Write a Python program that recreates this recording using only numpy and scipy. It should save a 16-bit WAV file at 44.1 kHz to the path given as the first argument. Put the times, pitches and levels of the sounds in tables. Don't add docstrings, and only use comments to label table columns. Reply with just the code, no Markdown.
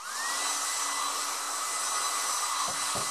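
import sys
import numpy as np
from scipy import signal
from scipy.fft import rfft, irfft, next_fast_len
from scipy.io import wavfile
from scipy.ndimage import uniform_filter1d, map_coordinates

SR = 44100
rng = np.random.default_rng(int(sys.argv[2]) if len(sys.argv) > 2 else 0)


def transcribe(u):
    v = np.clip(np.atleast_2d(u).T, -1, 1)
    q = np.round(v * 32767).astype(np.int16)
    wavfile.write(sys.argv[1], SR, q)


def amplitude_ratio(level_db):
    exponent = np.asarray(level_db, float) / 20
    return 10 ** exponent


N = 136710
TIME = np.arange(N) / SR
BLADES = 7


def unit(x):
    return x / np.sqrt(np.mean(x ** 2) + 1e-20)


def curves(rows):
    seconds, *columns = np.transpose(rows)
    return [np.interp(TIME, seconds, column) for column in columns]


def wobble(rate):
    return map_coordinates(rng.standard_normal(200), [np.clip(TIME * rate, 0, 198)])


def filtered(x, response):
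    size = next_fast_len(N + SR // 2)
    return irfft(rfft(x, size) * response(np.fft.rfftfreq(size, 1 / SR)), size)[..., :N]


def smooth_field(shape, bins, steps):
    field = uniform_filter1d(rng.standard_normal(shape), size=bins, axis=0)
    return unit(uniform_filter1d(field, size=steps, axis=1))


def noise(spectrum, patchy_db, drift_db=0):
    z = signal.stft(rng.standard_normal(N), nperseg=512)[2]
    patches_db = patchy_db * smooth_field(z.shape, bins=6, steps=10)
    drifts_db = drift_db * smooth_field(z.shape, bins=18, steps=50)
    x = signal.istft(z * amplitude_ratio(patches_db + drifts_db), nperseg=512)[1][:N]
    f, db = np.transpose([(10, -120), *spectrum, (22000, -120)])
    return unit(filtered(x, lambda hz: amplitude_ratio(np.interp(np.log(hz + 1), np.log(f + 1), db))))


# time in seconds, blade passing rate in Hz.
SPEED = [(0, 1160), (.05, 1400), (.1, 1565), (.15, 1695), (.2, 1798), (.26, 1886), (.33, 1947), (.42, 1984),
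         (.55, 2001), (.78, 2007), (.95, 1997), (1.2, 2000), (1.55, 2006), (1.8, 2006), (2.1, 2002),
         (2.5, 2003), (2.8, 2007), (3.1, 2006)]


def spin():
    rate_hz = curves(SPEED)[0]
    waver_hz = 2.2 * wobble(14)
    return rate_hz, np.cumsum(rate_hz + waver_hz) / SR / BLADES


def tone(order, turns, share, rate):
    steady = np.sqrt(1 - min(share, 1) ** 2)
    shifting = share * (wobble(rate) + 1j * wobble(rate)) / np.sqrt(2)
    carrier = np.exp(2j * np.pi * (order * turns + rng.random()))
    return np.sqrt(2) * np.real((steady + shifting) * carrier)


# time in seconds, level in dB of the blade tone, then of its 2nd, 3rd, 4th and 5th overtone.
TURN = [(0, -42, -44, -55, -49, -46), (0.12, -45, -63, -57, -64, -62), (0.26, -37, -53, -50, -52, -50),
        (0.35, -39, -44, -50, -63, -55), (0.4, -43, -50, -45, -45, -51), (0.46, -41, -44, -44, -43, -52),
        (0.52, -49, -44, -43, -43, -48), (0.62, -57, -47, -43, -51, -55), (0.72, -45, -50, -49, -41, -52),
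        (0.8, -45, -52, -41, -43, -53), (0.88, -46, -52, -43, -47, -54), (0.98, -44, -42, -47, -50, -48),
        (1.07, -55, -43, -51, -45, -59), (1.14, -68, -53, -52, -47, -56), (1.22, -49, -53, -47, -42, -54),
        (1.34, -56, -54, -44, -55, -55), (1.46, -51, -49, -55, -51, -62), (1.57, -60, -51, -48, -42, -63),
        (1.68, -45, -55, -54, -48, -51), (1.78, -45, -53, -46, -42, -47), (1.88, -50, -55, -41, -48, -51),
        (1.98, -47, -48, -47, -44, -49), (2.07, -47, -43, -47, -42, -55), (2.16, -47, -62, -50, -39, -47),
        (2.25, -48, -51, -43, -42, -58), (2.35, -56, -50, -43, -44, -48), (2.45, -46, -47, -45, -42, -51),
        (2.55, -51, -45, -46, -46, -52), (2.64, -55, -44, -44, -42, -56), (2.72, -50, -51, -47, -52, -56),
        (2.84, -47, -45, -48, -45, -54), (2.95, -57, -49, -54, -45, -58), (3.07, -45, -44, -44, -47, -50)]
# multiple of the blade rate, the one whose swells it follows,
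# level over that in dB, unsteady share (0 to 1).
OVERTONES = [(1, 1, -.5, .3), (2, 2, 1.5, .5), (3, 3, 0, .6), (4, 4, 1, .65), (5, 5, 1, .65),
             (6, 4, -18, .5)]
# multiple of the shaft rate, level in dB, unsteady share (0 to 1).
SHAFT = [(1, -62, .4), (2, -74, .5), (4, -46, .75), (5, -55.5, .75), (8, -67, .6), (29, -63, .8),
         (30, -54, .8)]
# time in seconds, gain in dB.
GRIP = [(0, -3), (.2, 2), (.55, 7.5), (.75, -7), (.9, 5.5), (1.5, -1), (1.75, -9), (2.2, -4.5), (2.45, -3),
        (2.7, 8.5), (2.92, 0.5), (3.1, 4.5)]


def whine(turns, speed_db):
    blade_db, grip_db = curves(TURN), curves(GRIP)[0]
    x = 0
    for k, follows, db, share in OVERTONES:
        bite_db = 3.5 * speed_db * (k > 1)
        level = amplitude_ratio(db + blade_db[follows - 1] + bite_db)
        x = x + level * tone(BLADES * k, turns, share, rate=45)
    for k, db, share in SHAFT:
        growth_db = 9 * min(k / 4, 1) * speed_db
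        shake_db = grip_db * (k < 3) + 1.1 * wobble(3.83)
        x = x + amplitude_ratio(db + growth_db + shake_db) * tone(round(k), turns, share, rate=18)
    return x


def room(x):
    room_db, t60_s = -11, .2
    t = TIME[:SR // 3]
    tail = rng.standard_normal(len(t)) * amplitude_ratio(-60 * t / t60_s) * (t > .004)
    return x + amplitude_ratio(room_db) * signal.fftconvolve(x, tail / np.linalg.norm(tail))[:N]


# frequency in Hz, level in dB per Hz.
RUSH = [(1240, -25), (2100, -9.5), (3500, -6.5), (4030, -2.5), (4900, -8), (5820, -2.5), (8290, 0.5),
        (12200, -7), (13700, -15.5)]
# frequency in Hz, half width in Hz, gain in dB.
GRILLE = [(2340, 180, 0.5), (3600, 160, -2.5), (4300, 330, -1.5), (5050, 520, 4), (6300, 500, -1),
          (8770, 420, 2.5), (11280, 1500, -5)]


def air_rush(turns, facing_db):
    chop = 1 + .03 * np.sin(4 * np.pi * turns)
    rush = chop * noise(RUSH, patchy_db=1.0, drift_db=0.97)
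    rush = filtered(rush, lambda f: amplitude_ratio(sum(db / (1 + ((f - hz) / width) ** 2) for hz, width, db in GRILLE)))
    high = filtered(rush, lambda hz: 1 / (1 + (6300 / (hz + 1)) ** 4))
    gusts_db = 0.95 * wobble(6.18) + 0.29 * wobble(22)
    return amplitude_ratio(gusts_db) * (amplitude_ratio(facing_db) * high + amplitude_ratio(-facing_db) * (rush - high))


# frequency in Hz, width in Hz, level in dB.
BARREL = [(992.5, 144, -8.5), (1125, 136, 0), (1248, 118, 1), (1459, 70, -10)]


def barrel_hum(tuning):
    hum = 0
    for hz, width, db in BARREL:
        band = filtered(rng.standard_normal((2, N)), lambda f: 1 / (1 + (2 * f / width) ** 2))
        phase = 2 * np.pi * np.cumsum(hz * tuning) / SR
        flutter_db = 1.6 * wobble(14)
        hum = hum + amplitude_ratio(db + flutter_db) * unit(band[0] * np.cos(phase) + band[1] * np.sin(phase))
    return unit(hum)


# (added above 6300 Hz, taken off below).
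HAND = [(0, -47.5, 2, 0.87, -3), (.07, -41.5, 0.5, 0.97, -2), (.15, -37.5, 0, 0.97, -1.5),
        (.3, -33.5, 2, 0.93, -2.5), (.45, -32.5, -0.5, 1.005, -3.5), (.65, -32.5, -3.5, 1.036, 0),
        (.9, -34, 0.5, 0.96, -2.5), (1.1, -34, 3, 0.96, -3), (1.25, -34.5, 0, 1.01, -2.5),
        (1.45, -35, -2.5, 1.04, -0.5), (1.7, -35.5, 0.5, 1.02, -1), (1.9, -35.5, 2.5, 1, -1.5),
        (2.15, -33.5, 1, 1, -2.5), (2.4, -33, 1.5, 0.98, -2.5), (2.65, -34, 5, 0.96, -3.5),
        (2.72, -35, -2, 1, -1.5), (2.9, -34.5, 2, .99, -2.7), (3.1, -34, -1.5, 0.99, -1)]
# frequency in Hz, level in dB per Hz.
BODY = [(90, -57), (170, -23), (260, -18.5), (500, -9.5), (900, -1.5), (1500, -7.5), (2000, -7),
        (2600, -90)]


def air(turns):
    rush_db, barrel_db, tuning, facing_db = curves(HAND)
    rush = air_rush(turns, facing_db)
    body = amplitude_ratio(-7.5 + 0.12 * barrel_db) * noise(BODY, patchy_db=1.08, drift_db=1.9)
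    barrel = amplitude_ratio(-3.5 + barrel_db) * barrel_hum(tuning)
    return amplitude_ratio(rush_db) * (rush + body + barrel)


def dryer():
    low_cut_hz, low_cut_order = 185, 9
    rate_hz, turns = spin()
    speed_db = 20 * np.log10(rate_hz / rate_hz[-1])
    x = room(whine(turns, speed_db)) + air(turns)
    return filtered(x, lambda hz: 1 / (1 + (low_cut_hz / (hz + 1)) ** low_cut_order))


def room_floor():
    return amplitude_ratio(-86) * noise([(20, 16), (60, 6), (100, -8), (200, -30)], patchy_db=2.5)


# time in seconds, peak in dB, hardness (rumble over ring) in dB.
KNOCKS = [(.27, -68, 5), (.37, -76, 0), (.95, -65, -2), (1.42, -76, -2), (1.93, -63, 2), (2.1, -70, 1),
          (2.33, -68, 4), (2.674, -38, 8), (2.806, -50, 2), (2.86, -60, -3), (2.948, -31, 6),
          (3.03, -49, -2)]
# frequency in Hz, level in dB, 60 dB decay in seconds, delay in seconds.
PANEL = [(184.6, 5, 0.076, 0.0021), (128, -0.5, 0.11, 0.0267), (93, -6, 0.087, 0.01317),
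         (208, -7.5, 0.16, 0.028), (155, -10, 0.17, 0.06)]
# frequency in Hz, level in dB per Hz.
THUD = [(60, -26), (120, -6), (280, -15), (450, -9), (650, -3), (900, -7), (1250, -30)]


def knocks():
    thud_db, thud_t60_s, knock_db = -6, .35, -1
    x, t = np.zeros(N + SR), TIME[:SR // 2]
    rumble = noise(THUD, patchy_db=2.5)
    for i, (s, db, hard_db) in enumerate(KNOCKS):
        onset = 1 - np.exp(-t / 0.0081)
        stretch = rumble[i * 9000:][:len(t)]
        blow = amplitude_ratio(thud_db + hard_db - 60 * t / thud_t60_s) * onset * stretch
        for hz, level, t60, late_s in PANEL:
            u = np.maximum(t - late_s, 0)
            ring = np.sin(2 * np.pi * hz * u) * (1 - np.exp(-u / 0.0055))
            blow = blow + amplitude_ratio(level - 60 * u / t60) * ring
        x[round(s * SR):][:len(t)] += amplitude_ratio(db + knock_db) * blow
    return x[:N]


def scene():
    x = dryer() + knocks() + room_floor()
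    return np.array([x, x])


# frequency in Hz, threshold over the local level in dB.
GATE = [(150, -30), (1900, -20), (2250, -7), (3200, -10), (3600, -5), (4000, -18), (9500, -14), (12800, -1)]


def gate(x):
    scatter_db, top_hz, top_scatter_hz = 5, 13600, 300
    hz, _, z = signal.stft(x, SR, window="cosine", nperseg=2048)
    local = uniform_filter1d(uniform_filter1d(abs(z), size=48, axis=0), size=5, axis=1)
    f, db = np.transpose(GATE)
    bands = rng.standard_normal((len(hz) // 12 + 1, z.shape[1]))
    bands = np.repeat(bands, 12, axis=0)[:len(hz)]
    bands = unit(uniform_filter1d(bands, size=2, axis=1))
    threshold = local * amplitude_ratio(np.interp(hz, f, db)[:, None] + scatter_db * bands)
    edge_hz = top_hz + top_scatter_hz * rng.standard_normal(z.shape[1])
    kept = z * (abs(z) > threshold) * (hz[:, None] < edge_hz)
    return signal.istft(kept, SR, window="cosine", nperseg=2048)[1][:N]


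# centre in seconds, lowest Hz, highest Hz, level in dB.
SPLITS = [(1.505, 6900, 8200, -43), (2.06, 5140, 6300, -41), (2.712, 5180, 6300, -44),
          (2.712, 8870, 10400, -44), (1.505, 13100, 13810, -61), (2.06, 12910, 14200, -66)]


def channel_splits():
    length_s = 0.037
    side = 0
    for s, low_hz, high_hz, db in SPLITS:
        swell = np.cos(np.pi * np.clip((TIME - s) / length_s, -.5, .5))
        band = filtered(rng.standard_normal(N), lambda hz: (hz > low_hz) & (hz < high_hz))
        side = side + amplitude_ratio(db) * swell * unit(band)
    return side * [[1], [-1]]


def band_limit(x):
    return signal.sosfilt(signal.butter(12, 13840, fs=SR, output="sos"), x)


def record(dry):
    offset = .0008
    mix = gate(dry[0]) + offset + channel_splits()
    return band_limit(mix)


dry = scene()
out = record(dry)
transcribe(out)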